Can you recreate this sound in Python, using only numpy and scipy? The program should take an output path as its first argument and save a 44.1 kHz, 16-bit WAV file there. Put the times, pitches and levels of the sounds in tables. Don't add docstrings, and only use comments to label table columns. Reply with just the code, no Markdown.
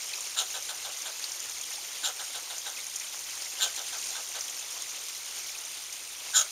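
import sys
import numpy as np
from scipy import signal
from scipy.fft import rfft, irfft, next_fast_len
from scipy.io import wavfile
from scipy.ndimage import uniform_filter1d, map_coordinates

SR = 44100
rng = np.random.default_rng(int(sys.argv[2]) if len(sys.argv) > 2 else 0)


def store_wav(level_fs):
    pcm = np.round(np.clip(np.atleast_2d(level_fs), -1, 1) * 32767)
    wavfile.write(sys.argv[1], SR, pcm.T.astype(np.int16))


def to_linear_factor(level_db):
    exponent = np.asarray(level_db, float) / 20
    return 10 ** exponent


N = 287091


def unit(x):
    return x / np.sqrt(np.mean(x ** 2) + 1e-20)


def along(points, hz):
    f, value = np.transpose(points)
    return np.interp(np.log(hz + 1), np.log(f + 1), value)


def wobble(rate, size=N):
    knots = rng.standard_normal(int(size * rate / SR) + 4)
    return map_coordinates(knots, [np.arange(size) * rate / SR])


def filtered(x, response):
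    m = next_fast_len(len(x) + 8192)
    return irfft(rfft(x, m) * response(np.fft.rfftfreq(m, 1 / SR)), m)[:len(x)]


def resonance(hz, width_hz, order=2):
    return lambda f: (1j * f * width_hz / (hz * hz - f * f + 1j * f * width_hz)) ** order


def patchy(patchy_db, tall, wide):
    z = signal.stft(rng.standard_normal(N), nperseg=256)[2]
    field = uniform_filter1d(rng.standard_normal(z.shape), int(tall), 0)
    field = uniform_filter1d(field, int(wide), 1)
    return signal.istft(z * to_linear_factor(patchy_db * unit(field)), nperseg=256)[1][:N]


def patter(low_hz, high_hz, cycles, spread_db, count):
    when, pitch, size = rng.random((count, 3)).T
    hz = (low_hz * (high_hz / low_hz) ** pitch)[:, None]
    k = np.arange(256)
    life = k / SR * hz / cycles
    tones = life * np.exp(-life) * np.sin(2 * np.pi * hz * k / SR)
    grains = to_linear_factor(np.minimum(-spread_db * np.log(size), 13))[:, None] * tones
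    spots = (when * N).astype(int)[:, None] + k
    return unit(np.bincount(spots.ravel(), grains.ravel(), N + 256)[:N])


# (t/s, level/dB)
SHOWER = [(0.0, -39), (0.49, -39.5), (1.52, -40.5), (2.36, -40.5), (3.19, -40), (3.64, -38.5), (4.1, -38),
          (4.46, -39.5), (5.0, -39.5), (6.18, -42.5), (6.38, -38.5), (6.51, -41)]
# (f/Hz, level/dB)
PAVING_SPECTRUM = [(210, -41), (260, -17.5), (450, -12), (750, -9), (1100, -8.5), (1700, -9), (2400, -6),
                   (3600, -4.5), (5000, -5), (7000, -18.5)]
# (f/Hz, level/dB)
LEAVES_SPECTRUM = [(2500, -25), (4500, -14), (5500, -4), (6300, 0), (7000, -1.5), (7500, -6.5), (9000, -8)]
# (f/Hz, level/dB)
RUMBLE_SPECTRUM = [(20, -3), (60, 1), (80, 1), (100, 2.5), (122, 5.5), (150, -7.5), (200, -38), (300, -1)]


def rain():
    s, db = np.transpose(SHOWER)
    leaves_db = np.interp(np.arange(N) / SR, s, db)
    paving_db = -44.5 + 0.33 * (leaves_db - leaves_db.mean())
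    gust_db = 1.5 + 0.5 * wobble(9) + 0.8 * wobble(30)
    paving = patchy(1.8, 7.1, 6.6) + 0.29 * patter(1990, 5840, 3.25, 6.0, count=4000)
    leaves = patchy(0.78, 3.8, 3.3) + 0.36 * patter(4044, 7950, 4.0, 3.8, count=4000)
    paving = unit(filtered(paving, lambda f: to_linear_factor(along(PAVING_SPECTRUM, f))))
    leaves = unit(filtered(leaves, lambda f: to_linear_factor(along(LEAVES_SPECTRUM, f))))
    hush = rng.standard_normal(N)
    rumble = unit(filtered(hush, lambda f: to_linear_factor(along(RUMBLE_SPECTRUM, f) - 60 * (f > 400))))
    wet = to_linear_factor(paving_db + gust_db) * paving + to_linear_factor(leaves_db + gust_db) * leaves
    return wet + to_linear_factor(-74) * rumble


# (t/s, peak level/dB)
MORE_DROPS = [(0.0185, -30), (0.6235, -28), (0.9223, -35), (1.518, -28), (2.2675, -32), (2.4284, -33),
              (2.8024, -29), (2.8978, -29), (3.3702, -31), (3.5029, -32), (3.8147, -28), (3.982, -28),
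              (4.5521, -33), (4.5745, -35), (5.165, -30), (5.4999, -31), (5.663, -34)]


def more_drops():
    pitch_hz, spread = 6450, 0.045
    scatter = 1 + spread * rng.standard_normal(len(MORE_DROPS))
    return [(s, db, pitch_hz * k) for (s, db), k in zip(MORE_DROPS, scatter)]


# (t/s, peak level/dB, ring f/Hz)
NEAR_DROPS = [(0.1341, -25, 4150), (0.156, -27, 6360), (0.206, -22, 6850), (0.272, -26, 6350),
              (0.4584, -28, 6230), (0.9712, -24.5, 6600), (1.018, -26, 6300), (1.2403, -21, 4400),
              (1.3174, -25.5, 5750), (1.4013, -26.5, 6320), (1.4955, -26, 6500), (1.611, -25.5, 7000),
              (1.732, -28, 6400), (2.5812, -24, 6600), (2.867, -26, 6300), (2.958, -20.5, 6300),
              (2.9975, -23, 6100), (3.19, -27, 6140), (3.42, -23, 5200), (4.014, -28, 6900),
              (4.4078, -21, 5950), (4.4386, -28, 5960), (4.4804, -31, 3080), (4.4974, -26, 6900),
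              (4.592, -25, 6500), (4.7094, -28, 6510), (4.8205, -21.5, 6430), (5.0833, -26, 6910),
              (5.5856, -28, 6600), (5.925, -26.5, 6500)]


def drops():
    out, t = np.zeros(N + SR), np.arange(SR // 16) / SR
    onset = 1 - np.exp(-t / 0.0012)
    decay = to_linear_factor(-60 * t / 0.016) + 0.16 * to_linear_factor(-60 * t / 0.07)
    for s, db, hz in NEAR_DROPS + more_drops():
        splash = rng.standard_normal(len(t)) * onset * decay
        tick = filtered(splash, lambda f: resonance(hz, 0.25 * hz)(f) + 0.079 * resonance(hz, 2.5 * hz)(f))
        out[round(s * SR):][:len(t)] += to_linear_factor(db) * tick / np.abs(tick).max()
    return out[:N]


# (t/s, peak level/dB, ring f/Hz)
PUDDLE_DRIPS = [(0.1092, -32, 3000), (0.1356, -37, 4150), (1.6347, -24, 3240), (1.7095, -32, 2170),
                (2.769, -22, 2450), (2.785, -22, 2190), (2.8194, -37, 3060), (3.043, -30, 3060),
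                (3.2875, -24, 3110), (3.7564, -23, 4190), (4.6244, -28, 3430), (4.6828, -29, 3600),
                (5.1477, -27, 3920), (5.549, -25, 2480),
                (0.135, -21.5, 2450),
    (0.184, -32, 1130),
    (1.781, -31, 843),
    (3.847, -32, 2540),
    (3.885, -28, 2870),
]


def plinks():
    out, t = np.zeros(N + SR), np.arange(SR // 16) / SR
    for s, db, hz in PUDDLE_DRIPS:
        pitch_hz = hz * (1.03 - 5 * t + 0.025 * wobble(390, len(t)))
        phase = 2 * np.pi * np.cumsum(pitch_hz) / SR
        swell = (1 - np.exp(-t / 0.002)) * to_linear_factor(-60 * t / 0.035 + 2.5 * wobble(300, len(t)))
        out[round(s * SR):][:len(t)] += to_linear_factor(db - 5.5) * swell * np.sin(phase)
    return out[:N]


def steadied(x, seconds):
    power = np.abs(uniform_filter1d(unit(x) ** 2, int(seconds * SR)))
    return unit(x / np.sqrt(power + 0.12))


# (plain chuck level/dB, slope on effort/(dB/dB), slope on tension/(dB/dB))
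LOUDNESS_LAW = [
    (-49.5, .32, -0.23),
    (-44, .45, .7),
    (-38, .87, -.15),
    (-40, 1.03, 1.05),
]
# (rest level/dB, share of the attack/1, sag/(dB/s))
ENVELOPE = [
    (-55, 1.3, 5),
    (-54, .5, 110),
    (-52, .95, 330),
    (-54, .95, 230),
]
NARROW_PER_DB = 0.05


def breath_db(t, length, effort_db, tension_db):
    over_db = effort_db + 40
    attack = np.clip(0.013 + 0.0021 * over_db, 0.004, 0.45 * length)
    release = np.clip((t - length) / 0.015 + 1, 0, 1)
    hold = np.exp(-0.07 * tension_db)
    levels = []
    for (base_db, by_effort, by_tension), (rest_db, share, sag) in zip(LOUDNESS_LAW, ENVELOPE):
        peak_db = base_db + by_effort * over_db + by_tension * tension_db
        top = share * attack
        held_db = peak_db - (peak_db - rest_db) * np.clip(1 - t / top, 0, 1) ** 1.7
        held_db -= sag * hold * np.maximum(t - top, 0)
        levels.append(held_db + release * (np.minimum(rest_db, held_db) - held_db))
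    return levels


# (start t/s, length t/s, effort level/dB, jaw tension level/dB)
CALLS = [(0.357, 0.086, -28, -2), (.536, .059, -38.5, -3), (.684, .061, -40, -2.5),
         (.842, 0.065, -40.5, -5.5), (1.052, 0.061, -40.5, -2), (2.024, .095, -30, -1),
         (2.19, 0.053, -42, -1.5), (2.342, 0.055, -40, -3), (2.497, 0.05, -41.5, -5),
         (2.656, .052, -40.5, -0.5), (3.591, .101, -26, -2), (3.772, 0.057, -42, -4),
         (3.922, .056, -43, -3), (4.148, 0.071, -41.5, -1), (4.344, .058, -41, -4), (6.328, 0.11, -26, 6)]
# (mouth open f/Hz, mouth closed f/Hz, width f/Hz)
VOCAL_TRACT = [
    (820, 660, 480),
    (1520, 1380, 380),
    (3680, 3330, 1150),
    (7080, 6620, 850),
]


def squirrel():
    out = np.zeros(N)
    for s, length, effort_db, tension_db in CALLS:
        start, size = round(s * SR), round(length * SR)
        call = slice(start, start + size)
        levels = breath_db(np.arange(size) / SR, length, effort_db, tension_db)
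        cycles = np.cumsum(240 * to_linear_factor(1.86 * wobble(98.8, size))) / SR
        puffs = to_linear_factor(2 * wobble(200, size)) * (0.5 + np.cos(np.pi * cycles) ** 4)
        closing = np.linspace(0, np.pi / 2, size)
        fade = signal.windows.tukey(size, 0.2)
        for (open_hz, closed_hz, width_hz), db in zip(VOCAL_TRACT, levels):
            width_hz = width_hz * np.exp(-NARROW_PER_DB * tension_db)
            air = puffs * rng.standard_normal(size)
            ring = np.cos(closing) * filtered(air, resonance(open_hz, width_hz, order=3))
            ring += np.sin(closing) * filtered(air, resonance(closed_hz, width_hz, order=3))
            out[call] += fade * to_linear_factor(db) * steadied(ring, 0.0103)
        cavity = filtered(puffs * rng.standard_normal(size), resonance(5400, 1000))
        out[call] += fade * to_linear_factor(levels[-1] - 11) * unit(cavity)
    step_s, step_db = 0.0039, -13.5
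    return filtered(out, lambda f: 1 + to_linear_factor(step_db) * np.exp(-2j * np.pi * f * step_s))


# (f/Hz, t60 t/s)
PORCH_DECAY = [(300, 0.31), (2000, 0.25), (7000, 0.091)]


def porch(x):
    hz, t, z = signal.stft(rng.standard_normal(SR // 2), SR, nperseg=256)
    decay = to_linear_factor(-60 * t / along(PORCH_DECAY, hz)[:, None])
    tail = signal.istft(z * decay, SR, nperseg=256)[1]
    delayed = np.pad(x, (300, 0))
    return signal.fftconvolve(delayed, tail / np.linalg.norm(tail))[:N]


def scene():
    voice = squirrel()
    mix = voice + to_linear_factor(-12.5) * porch(voice) + rain() + drops() + plinks()
    return np.tile(mix, (2, 1))


SPLIT_HZ = 7860
# (f/Hz, level/dB)
FILL_SPECTRUM = [(7800, -30), (8100, -6.5), (8600, -1.5), (9500, -6), (10500, -9), (13000, -12),
                 (15700, -15.5)]
# (f/Hz, level/dB)
MIRROR_SPECTRUM = [(7900, -11), (8600, 5), (10000, -8), (12000, 0), (15700, -18)]


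def top_octave(low):
    above = lambda f: (f > SPLIT_HZ) * (f < 2 * SPLIT_HZ - 100)
    treble_power = uniform_filter1d(filtered(low, lambda f: f > 2500) ** 2, 90)
    follow = np.abs(treble_power) ** 0.26
    fill = filtered(follow * patchy(2.8, 13, 2), lambda f: to_linear_factor(along(FILL_SPECTRUM, f)) * above(f))
    clock = filtered(rng.standard_normal(N), resonance(2 * SPLIT_HZ, 280))
    image = filtered(low * clock, lambda f: to_linear_factor(along(MIRROR_SPECTRUM, f)) * above(f))
    coarse = np.abs(uniform_filter1d(low ** 2, 60)) ** 0.93
    grit = filtered(coarse * rng.standard_normal(N), above)
    return to_linear_factor(-45) * unit(fill) + to_linear_factor(-55.5) * unit(image) + to_linear_factor(-60) * unit(grit)


def top_cut(x):
    return signal.sosfilt(signal.butter(12, 15720, fs=SR, output="sos"), x)


def record(dry):
    low = filtered(dry[0], lambda f: np.clip((SPLIT_HZ - f) / 400, 0, 1))
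    mix = np.tile(low + top_octave(low), (2, 1))
    return top_cut(mix)


dry = scene()
out = record(dry)
store_wav(out)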